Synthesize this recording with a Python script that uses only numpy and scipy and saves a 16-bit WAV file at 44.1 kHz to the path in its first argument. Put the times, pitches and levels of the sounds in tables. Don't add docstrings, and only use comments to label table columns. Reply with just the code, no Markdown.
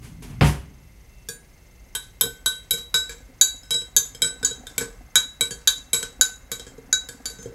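import sys
import numpy as np
from scipy import signal
from scipy.fft import rfft, irfft
from scipy.io import wavfile
from scipy.ndimage import uniform_filter1d

SR = 44100
rng = np.random.default_rng(int(sys.argv[2]) if len(sys.argv) > 2 else 0)


def inscribe(sig):
    pcm = np.round(np.clip(np.atleast_2d(sig).T, -1, 1) * 32767)
    wavfile.write(sys.argv[1], SR, pcm.astype(np.int16))


N = 332514


def gain_of(db):
    return 10 ** (np.asarray(db) / 20)


def evened(x):
    return x / np.sqrt(np.mean(x ** 2) + 1e-20)


def read(points, hz):
    f, value = np.transpose(points)
    return np.interp(np.log(hz + 1), np.log(f + 1), value)


def noise(colour):
    hz = np.fft.rfftfreq(N, 1 / SR)
    inside = (hz >= colour[0][0]) & (hz <= colour[-1][0])
    spectrum = rfft(rng.standard_normal(N)) * gain_of(read(colour, hz)) * inside
    return evened(irfft(spectrum, N))


def ring(x, hz, t60):
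    r, w = 10 ** (-3 / (t60 * SR)), 2 * np.pi * hz / SR
    return signal.lfilter([0, np.sin(w)], [1, -2 * r * np.cos(w), r * r], x)


def strike(s, db):
    x = np.zeros(N)
    x[np.round(np.asarray(s) * SR).astype(int)] = gain_of(db)
    return x


def fading(x, t60):
    return signal.lfilter([1], [1, -10 ** (-3 / (t60 * SR))], x)


def burst(s, db, rise_s, t60):
    t = np.arange(N) / SR - s
    rise = np.clip(t / max(rise_s, 1e-3), 0, 1)
    return rise * gain_of(db - 60 * np.maximum(t - rise_s, 0) / t60)


def add(mix, s, sound):
    part = mix[round(s * SR):][:len(sound)]
    part += sound[:len(part)]


# f/Hz, relative spectral level/dB
HUM_SPECTRUM = [(12, -36.5), (20, -2.5), (55, -2.5), (76, -18.5), (113, -14), (203, -21.5), (240, -26),
                (355, -26.5), (1600, -38), (2120, -37.5), (3310, -40.5), (5620, -41), (15800, -45.5)]
# f/Hz, width/Hz, level/dB
INSECT_BANDS = [(5140, 700, -74.5), (6300, 190, -69)]
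# f/Hz, width/Hz, level/dB
FAINT_TONES = [(50, 39, -51), (2096, 110, -65.5), (2683, 5.7, -73.5), (11300, 30, -75)]
HUM_DB, THROB_HZ = -48, 22.7


def narrow_bands(bands, ring_factor):
    return sum(gain_of(db) * evened(ring(rng.standard_normal(N), hz, ring_factor / width))
               for hz, width, db in bands)


def background():
    t = np.arange(N) / SR
    throb = (.5 + .5 * np.cos(2 * np.pi * THROB_HZ * t + .3)) ** 1.5
    insects = narrow_bands(INSECT_BANDS, 2.2) * evened(throb)
    tones = narrow_bands(FAINT_TONES, 2.9)
    return gain_of(HUM_DB) * noise(HUM_SPECTRUM) + insects + tones


# t/s, rise/s, rattle level/dB, hiss level/dB
RUSTLE_EVENTS = [(0.01, 0.042, -51, -49.5), (0.221, .005, -47, -45.5), (.285, 0.024, -54.5, -65)]
# f/Hz, level relative to the blow/dB, T60/s
HOUSE_MODES = [(65, -5.5, 0.41), (145.5, 3.5, 0.24), (394, -32, 0.64), (552, -25.5, 0.4), (729, -18.5, 0.3),
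               (924, -13.5, 0.25), (1614, -34, 0.37), (1920, -24.5, 0.33)]
# f/Hz, relative spectral level/dB
BOOM_SPECTRUM = [(15, -70), (25, -14), (59, -3.5), (98, -5), (145, -4), (188, -10.5), (300, -14.5),
                 (390, -71), (660, -120)]
RATTLE_SPECTRUM = [(180, -81), (300, -4.5), (420, -2.5), (505, -10), (916, -9), (967, -9.5), (2920, -14),
                   (4000, -23), (5200, -23), (8800, -120)]
HISS_SPECTRUM = [(2120, -3), (3600, -7), (6230, -4), (8630, -5.5), (10100, -4), (13000, -11), (16000, -25)]
KNOCK_S, KNOCK_DB = .410, -2.5


def knock():
    blow, t = strike([KNOCK_S], KNOCK_DB), np.arange(N) / SR - KNOCK_S
    swell = 1 - 0.89 * np.exp(-np.maximum(t, 0) / 0.02)
    modes = sum(gain_of(db) * ring(blow, hz, t60) for hz, db, t60 in HOUSE_MODES) * swell
    slap = noise(RATTLE_SPECTRUM) * fading(blow, 0.018) * gain_of(-9.5)
    rumble = gain_of(-35 + 25.5 * np.minimum(t, 0)) * (t < 0)
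    boom = rumble + burst(KNOCK_S, db=-11.5, rise_s=0.013, t60=0.32)
    boom += burst(KNOCK_S, db=-38, rise_s=.05, t60=1.5)
    rattle = burst(KNOCK_S, db=-15.5, rise_s=0.0032, t60=0.33)
    rattle += burst(KNOCK_S, db=-54, rise_s=0.054, t60=1.5)
    hiss = burst(KNOCK_S, db=-37, rise_s=0.0035, t60=0.16)
    hiss += burst(KNOCK_S, db=-30.5, rise_s=0.068, t60=0.31)
    for s, rise_s, rattle_db, hiss_db in RUSTLE_EVENTS:
        rattle += burst(s, rattle_db, rise_s, t60=0.5)
        hiss += burst(s, hiss_db, rise_s, t60=0.35)
    noises = noise(BOOM_SPECTRUM) * boom + noise(RATTLE_SPECTRUM) * rattle + noise(HISS_SPECTRUM) * hiss
    return modes + slap + noises


# t/s, relative level/dB
STIRRING = [(1.2, -79), (1.4, -67.5), (2.2, -67), (4.5, -52), (4.75, -51.5), (5.0, -56), (7.54, -52)]
# t/s, relative level/dB
WALL_SPLASHES = [(1.28, -50), (2.21, -37.5), (4.8, -36.5)]
# f/Hz, width/Hz, relative level/dB
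AIR_POCKETS = [(260, 42, 1.5), (431, 350, -13.5), (522.5, 39, -4.5), (744, 93, -4.5)]
# f/Hz, relative spectral level/dB
WASH_SPECTRUM = [(120, -40.5), (200, -4), (337, -31), (501, -9.5), (643, -11), (1370, -9.5), (1660, -10),
                 (2090, -16.5), (3000, -33), (3900, -46.5), (6600, -120)]
SEEDS_PER_S, SEED_SPREAD_DB = 45, 5


def slosh():
    seed_db = SEED_SPREAD_DB * np.minimum(rng.exponential(1, N), 3)
    seeds = gain_of(seed_db) * (rng.random(N) < SEEDS_PER_S / SR)
    gurgle = np.zeros(N)
    for hz, width, db in AIR_POCKETS:
        blips = seeds * rng.choice([-1, 0, 1], N)
        pocket = ring(ring(blips, hz, 1.8 / width), hz, 0.019)
        gurgle += gain_of(db) * evened(pocket)
    at, level_db = np.transpose(STIRRING)
    stir = gain_of(np.interp(np.arange(N) / SR, at, level_db, left=-120, right=-120))
    stir += sum(burst(s, db, rise_s=0.012, t60=0.24) for s, db in WALL_SPLASHES)
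    return (evened(gurgle) * gain_of(-2.0) + noise(WASH_SPECTRUM) * gain_of(-6.5)) * stir


PRESS_S, FREE_LENGTH = 0.057, 0.78


def dying(modes, t, length):
    hz, db, t60 = np.transpose(modes)[:, :, None]
    shift, weight, sign, split = rng.standard_normal((4, len(modes), 1))
    hz, db = hz * (1 + .0012 * shift), db + 1.5 * weight
    pressed = np.minimum(t, PRESS_S)
    scaled_s = pressed / max(length, .1) + (t - pressed) / max(length, FREE_LENGTH)
    fall = gain_of(-60 / t60 * scaled_s)
    partner = 0.3 * fall * np.sin(2 * np.pi * hz * (1 + 0.0056 * split) * t)
    pair = np.sin(2 * np.pi * hz * t) + partner
    return (np.sign(sign) * gain_of(db) * fall * pair).sum(0)


NODE_DB = -28


def rung(shapes, db, place_deg, share):
    waves, crest_deg, base_db, gained_db = np.transpose(shapes)
    crest = np.cos(waves * np.radians(place_deg - crest_deg))
    return db + base_db + gained_db * share + 10 * np.log10(crest ** 2 + gain_of(NODE_DB) ** 2)


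# t/s, crack level/dB, jolt of the mug on the counter level/dB, mug level/dB, place round wall/deg,
# height on wall (0 low - 1 rim), spoon level/dB, place round rim of its bowl/deg,
# lean (0 edge first - 1 flat), drag level after the blow/dB, ring length factor while the spoon is pressed
BLOWS = [(1.287, -15.5, -39, -21.5, 288.0, 1, -46, 186.0, 0, -49, 0.76),
         (1.951, -13.5, -43.5, -18, 290.0, 0.46, -24, 324.0, 0.29, -25.5, 0.51),
         (2.2105, -1.0, -27, -15.5, 42.0, 0.011, -20.3, 346.0, 0.19, -28, 0.33),
         (2.2346, -33, -30, -26.5, 2.9, 0.26, -33.5, 4.0, 0.55, -27, 0.88),
         (2.4601, -2, -38, -16, 9.2, 0.34, -20.5, 144.0, 0.18, -25.5, 0.53),
         (2.7086, -8, -33, -19, 140.5, 0.41, -20.5, 6.5, 0.088, -26.5, 0.37),
         (2.7343, -38, -33.0, -25, 213, 0, -30, 198.0, 0.89, -29, 0.69),
         (2.942, -2, -35, -12, 66.7, 0.49, -21.5, 287, 0.27, -25, 0.82),
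         (3.0938, -32.5, -37, -24.5, 108.0, 0.76, -29.5, 22.5, 0.85, -18, 0.35),
         (3.412, -5, -37, -6.5, 317.0, 0.77, -24.5, 90, 0.12, -24.5, 0.58),
         (3.6324, -49.0, -74, -43, 113, 0.44, -49.5, 123, 0.87, -21.0, 1),
         (3.707, -8.5, -37.5, -20, 31.6, 0.13, -25.0, 186.0, 0.4, -27, 0.96),
         (3.7424, -16.5, -35, -26, 312.0, 0.15, -35, 54, 0.93, -30, 0.96),
         (3.8185, -22, -38.5, -35.5, 110, 0.29, -48, 85, 0.66, -36, 0.3),
         (3.9646, -5, -31.5, -4, 38.7, 0.69, -22, 155.5, 0.072, -25.5, 0.42),
         (4.148, -26.5, -38, -30, 284.0, 0.58, -35.5, 244.0, 0.62, -28, 0.31),
         (4.2198, -8, -30, -14.5, 316.0, 0.29, -16.5, 93.5, 0.74, -27, 0.38),
         (4.2439, -30, -34.5, -23, 100, 0.15, -38, 332.0, 0.72, -41, 0.87),
         (4.4292, -13.5, -28.5, -19.5, 288.0, 0.44, -34, 108.0, 0.56, -29.5, 0.4),
         (4.4476, -4.0, -49, -10.5, 38.9, 0.55, -28.5, 320, 0.49, -25, 0.48),
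         (4.5107, -32, -31, -28.5, 240, 0.58, -39.5, 152.0, 0.37, -21.5, 0.28),
         (4.6686, -34.5, -34, -24.5, 290.0, 0.66, -33.5, 104.0, 0.066, -20.5, 0.14),
         (4.78, -5.5, -26, -18, 41, 0.1, -17, 200.0, 0.51, -27.5, 0.27),
         (4.8094, -36, -27.5, -18, 286.0, 0.7, -36.5, 53, 0.49, -24, 0.52),
         (5.1558, 0.5, -29.5, 0, 114.0, 0.48, -15.5, 98, 0.25, -27, 0.43),
         (5.409, -3.5, -28, -17.4, 316.0, 0.16, -15.5, 197, 0.43, -32, 0.49),
         (5.5082, -11.5, -34.5, -22.5, 104.0, 0.9, -36.5, 142, 0.4, -24.5, 0.66),
         (5.674, -0.5, -35, -2.5, 210.0, 0.57, -14, 150, 0.057, -27.5, 0.39),
         (5.9314, -11.5, -29, -14, 37.6, 0.14, -15.5, 198.2, 0.39, -24, 0.58),
         (6.0286, -11.5, -29.5, -19.5, 282.0, 0.41, -33, 166.0, 0.73, -26.5, 0.22),
         (6.2112, -3, -32.5, -5.5, 77.5, 0.6, -17.5, 216, 0.46, -26.5, 0.35),
         (6.5165, -5.5, -33, -24, 264.0, 0.6, -26.5, 18.0, 0.26, -25, 0.46),
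         (6.596, -23, -34.5, -33, 11, 0.55, -37, 152.0, 0.5, -26, 0.24),
         (6.6664, -46, -34.5, -32, 288.0, 0.81, -46.5, 256.0, 1, -21, 0.31),
         (6.78, -40.5, -31, -44.5, 110, 0.9, -61.5, 320, 0.65, -28.5, 0.24),
         (6.9274, -12, -37, -11, 79, 0.65, -21.5, 29, 0.75, -27.5, 0.38),
         (7.0879, -26, -37.5, -23.5, 286.0, 0.78, -38.5, 97, 0.36, -19.0, 0.32),
         (7.2562, -6, -46, -22.1, 154.0, 0.93, -36.5, 88.0, 0.41, -27.5, 0.53),
         (7.2994, -26, -49, -32.3, 156.0, 0.75, -45, 200, 0.34, -22, 0.76),
         (7.3865, -42.0, -42.5, -43, 168.0, 0.57, -53.5, 285, 0.5, -13.5, 0.76),
         (7.4283, -23, -44, -40, 348.0, 0.63, -53, 260, 0.57, -39, 0.27),
         (7.4572, -50.0, -26, -39, 286.0, 0.77, -52.8, 71, 0.73, -23.0, 0.3)]
# f/Hz, relative level/dB, T60 before length factor/s
MUG_MODES = [
    [(1521, 2, .32)],
    [(1653, 2, .55)],
    [(3888, 3, .4), (3865, -4, .18)],
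    [(4588, -3, .22), (4748, -12, .13), (6385, -5, .22), (7068, 1, .26), (10642, -6, .14)],
    [(6296, -4, .2), (6910, -2, .22), (6885, -10, .35), (7000, -12, .2), (8376, -26, .2)],
    [(7889, 1, .26), (7946, -8, .3), (7990, -10, .25)],
]
# f/Hz, relative level/dB, T60 before length factor/s
SPOON_MODES = [
    [(2296, 0, .2), (7270, -4, .24), (7420, -8, .3), (7522, -2, .3)],
    [(3120, -8, .12), (3200, 0, .38)],
    [(3617, 0, .2)],
    [(5135, -2, .17), (5205, -3, .2)],
    [(8035, 1, .26), (9012, -4, .18), (9275, -5, .22), (9690, -6, .2), (9960, -2, .24), (10170, -8, .25)],
    [(10930, -6, .2), (11155, -6, .2), (11280, -5, .2), (11540, -6, .2), (11780, -10, .24),
     (12200, -8, .16), (12780, -14, .17), (13350, -17, .2), (13850, -19, .2), (14500, -18, .2),
     (15300, -22, .1)],
]
# waves round the wall, first crest/deg, level low on wall/dB, gain up to rim/dB
MUG_MODE_SHAPES = [(2, 80.4, -1.34, -21.5), (2, 14.5, -36.5, 22.5), (3, 15.1, -0.5, -15),
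                   (3, 23.2, -28, 26), (4, 39.1, -7.5, 12.5), (4, 5.5, 2.6, -21)]
# waves round the bowl, first crest/deg, level edge first/dB, gain when flat/dB
SPOON_MODE_SHAPES = [(2, 2.5, -10, 4), (2, 71.2, -6, 7), (3, 43, 2.5, -19.5), (3, 50.7, -5.5, 13),
                     (4, 1.4, -5, -4.5), (4, 35.5, 12, -27)]
# f/Hz, relative level/dB, T60 before length factor/s
ROCKING_MODES = [(409.4, -4, 0.14), (471.5, 0.5, 0.19), (283, -11.5, 0.2), (176.5, 0.5, 0.085),
                 (126, -10.5, 0.31)]


def ringing_bodies():
    out, t = np.zeros(N), np.arange(SR // 2) / SR
    for s, _, jolt_db, mug_db, wall_deg, height, spoon_db, rim_deg, lean, drag_db, length in BLOWS:
        mug_levels = rung(MUG_MODE_SHAPES, mug_db, wall_deg, height)
        spoon_levels = rung(SPOON_MODE_SHAPES, spoon_db, rim_deg, lean)
        families = zip([*mug_levels, *spoon_levels], MUG_MODES + SPOON_MODES)
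        body = sum(gain_of(db) * dying(modes, t, length) for db, modes in families)
        rise = 1 - np.exp(-t / 0.003)
        body = body + gain_of(jolt_db) * dying(ROCKING_MODES, t, length) * rise
        body = body * (1 - np.exp(-t / 0.00043))
        slips = rng.standard_normal(len(t)) * (rng.random(len(t)) < .04)
        slips *= gain_of(drag_db - 3.0 - 60 * t / 0.34)
        add(out, s, body + signal.fftconvolve(slips, body)[:len(t)])
    return out


# f/Hz, level relative to the crack setting/dB,
# T60 before length factor/s
SPOON_TIP_MODES = [(2450, -30, 0.25), (3520, -18.5, 0.18), (5640, -15.5, 0.13), (9000, -21, 0.31),
                   (9480, -26, 0.45), (13700, -25, 0.17)]


def wet_tip():
    out, t = np.zeros(N), np.arange(SR // 2) / SR
    s, crack_db = BLOWS[0][:2]
    add(out, s, gain_of(crack_db) * dying(SPOON_TIP_MODES, t, length=0.66))
    return out


# f/Hz, relative spectral level/dB
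SIZZLE_SPECTRUM = [(8500, -24.5), (10000, 11), (12000, 10), (14000, -8), (16500, -20)]


def crack(contact_noise):
    s, crack_db, *_ = np.transpose(BLOWS)
    top_db = np.array([rung(SPOON_MODE_SHAPES, *blow[6:9])[-1] for blow in BLOWS])
    sizzle = noise(SIZZLE_SPECTRUM) * fading(strike(s, top_db + 4.0), 0.032)
    return contact_noise * fading(strike(s, crack_db - 17.5), 0.016) + sizzle


RASP_FROM_SPOON = 0.59


def rasp(contact_noise):
    s, crack_db, *_, spoon_db, _, _, drag_db, _ = np.transpose(BLOWS)
    catches = rng.standard_normal(N) ** 2 * (rng.random(N) < 400 / SR)
    jerks = evened(fading(catches, 0.055) + 0.55)
    level_db = crack_db + RASP_FROM_SPOON * (spoon_db - crack_db) + drag_db + 4.0
    return contact_noise * jerks * fading(strike(s, level_db), 0.35)


# f/Hz, relative spectral level/dB
CONTACT_SPECTRUM = [(300, -39.5), (1000, -5), (2500, -10.5), (5000, -4), (8000, -1.5), (10000, -17.5),
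                    (14000, -23)]


def clinks():
    contact_noise = noise(CONTACT_SPECTRUM)
    return ringing_bodies() + wet_tip() + crack(contact_noise) + rasp(contact_noise)


# f/Hz, T60/s
KITCHEN_DECAY = [(300, 0.34), (2000, 0.19), (6000, 0.15), (15000, 0.19)]


def kitchen(x):
    taps = np.zeros(SR // 2)
    at = np.arange(120, SR // 2 - 20, 20)
    taps[at + rng.integers(0, 20, len(at))] = rng.choice([-1., 1.], len(at))
    hz, t, bands = signal.stft(taps, SR, nperseg=256)
    decay = gain_of(-60 * t / read(KITCHEN_DECAY, hz)[:, None])
    tail = signal.istft(bands * decay, SR, nperseg=256)[1]
    return signal.fftconvolve(x, tail / np.linalg.norm(tail))[:N]


def scene():
    mug = clinks()
    mix = background() + knock() + slosh() + mug + gain_of(-5) * kitchen(mug)
    return np.tile(mix, (2, 1))


EDGE_HZ, CLIP = 16500, .93


def record(dry):
    power_db = 10 * np.log10(abs(uniform_filter1d(dry[0] ** 2, size=400)) + 1e-12)
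    fall = np.arange(N) * 16.0 / SR
    held_db = np.maximum.accumulate(power_db + fall) - fall
    over_db = np.maximum(held_db + 17.5, 0)
    duck = gain_of(0.19 * uniform_filter1d(over_db, size=200))
    bass_cut = signal.butter(3, 36, "high", fs=SR, output="sos")
    ducked = np.clip(signal.sosfilt(bass_cut, dry) / duck, -CLIP, CLIP)
    edge = signal.firwin(511, EDGE_HZ, window=("kaiser", 11), fs=SR)
    return signal.oaconvolve(ducked, edge[None], "same")


dry = scene()
out = record(dry)
inscribe(out)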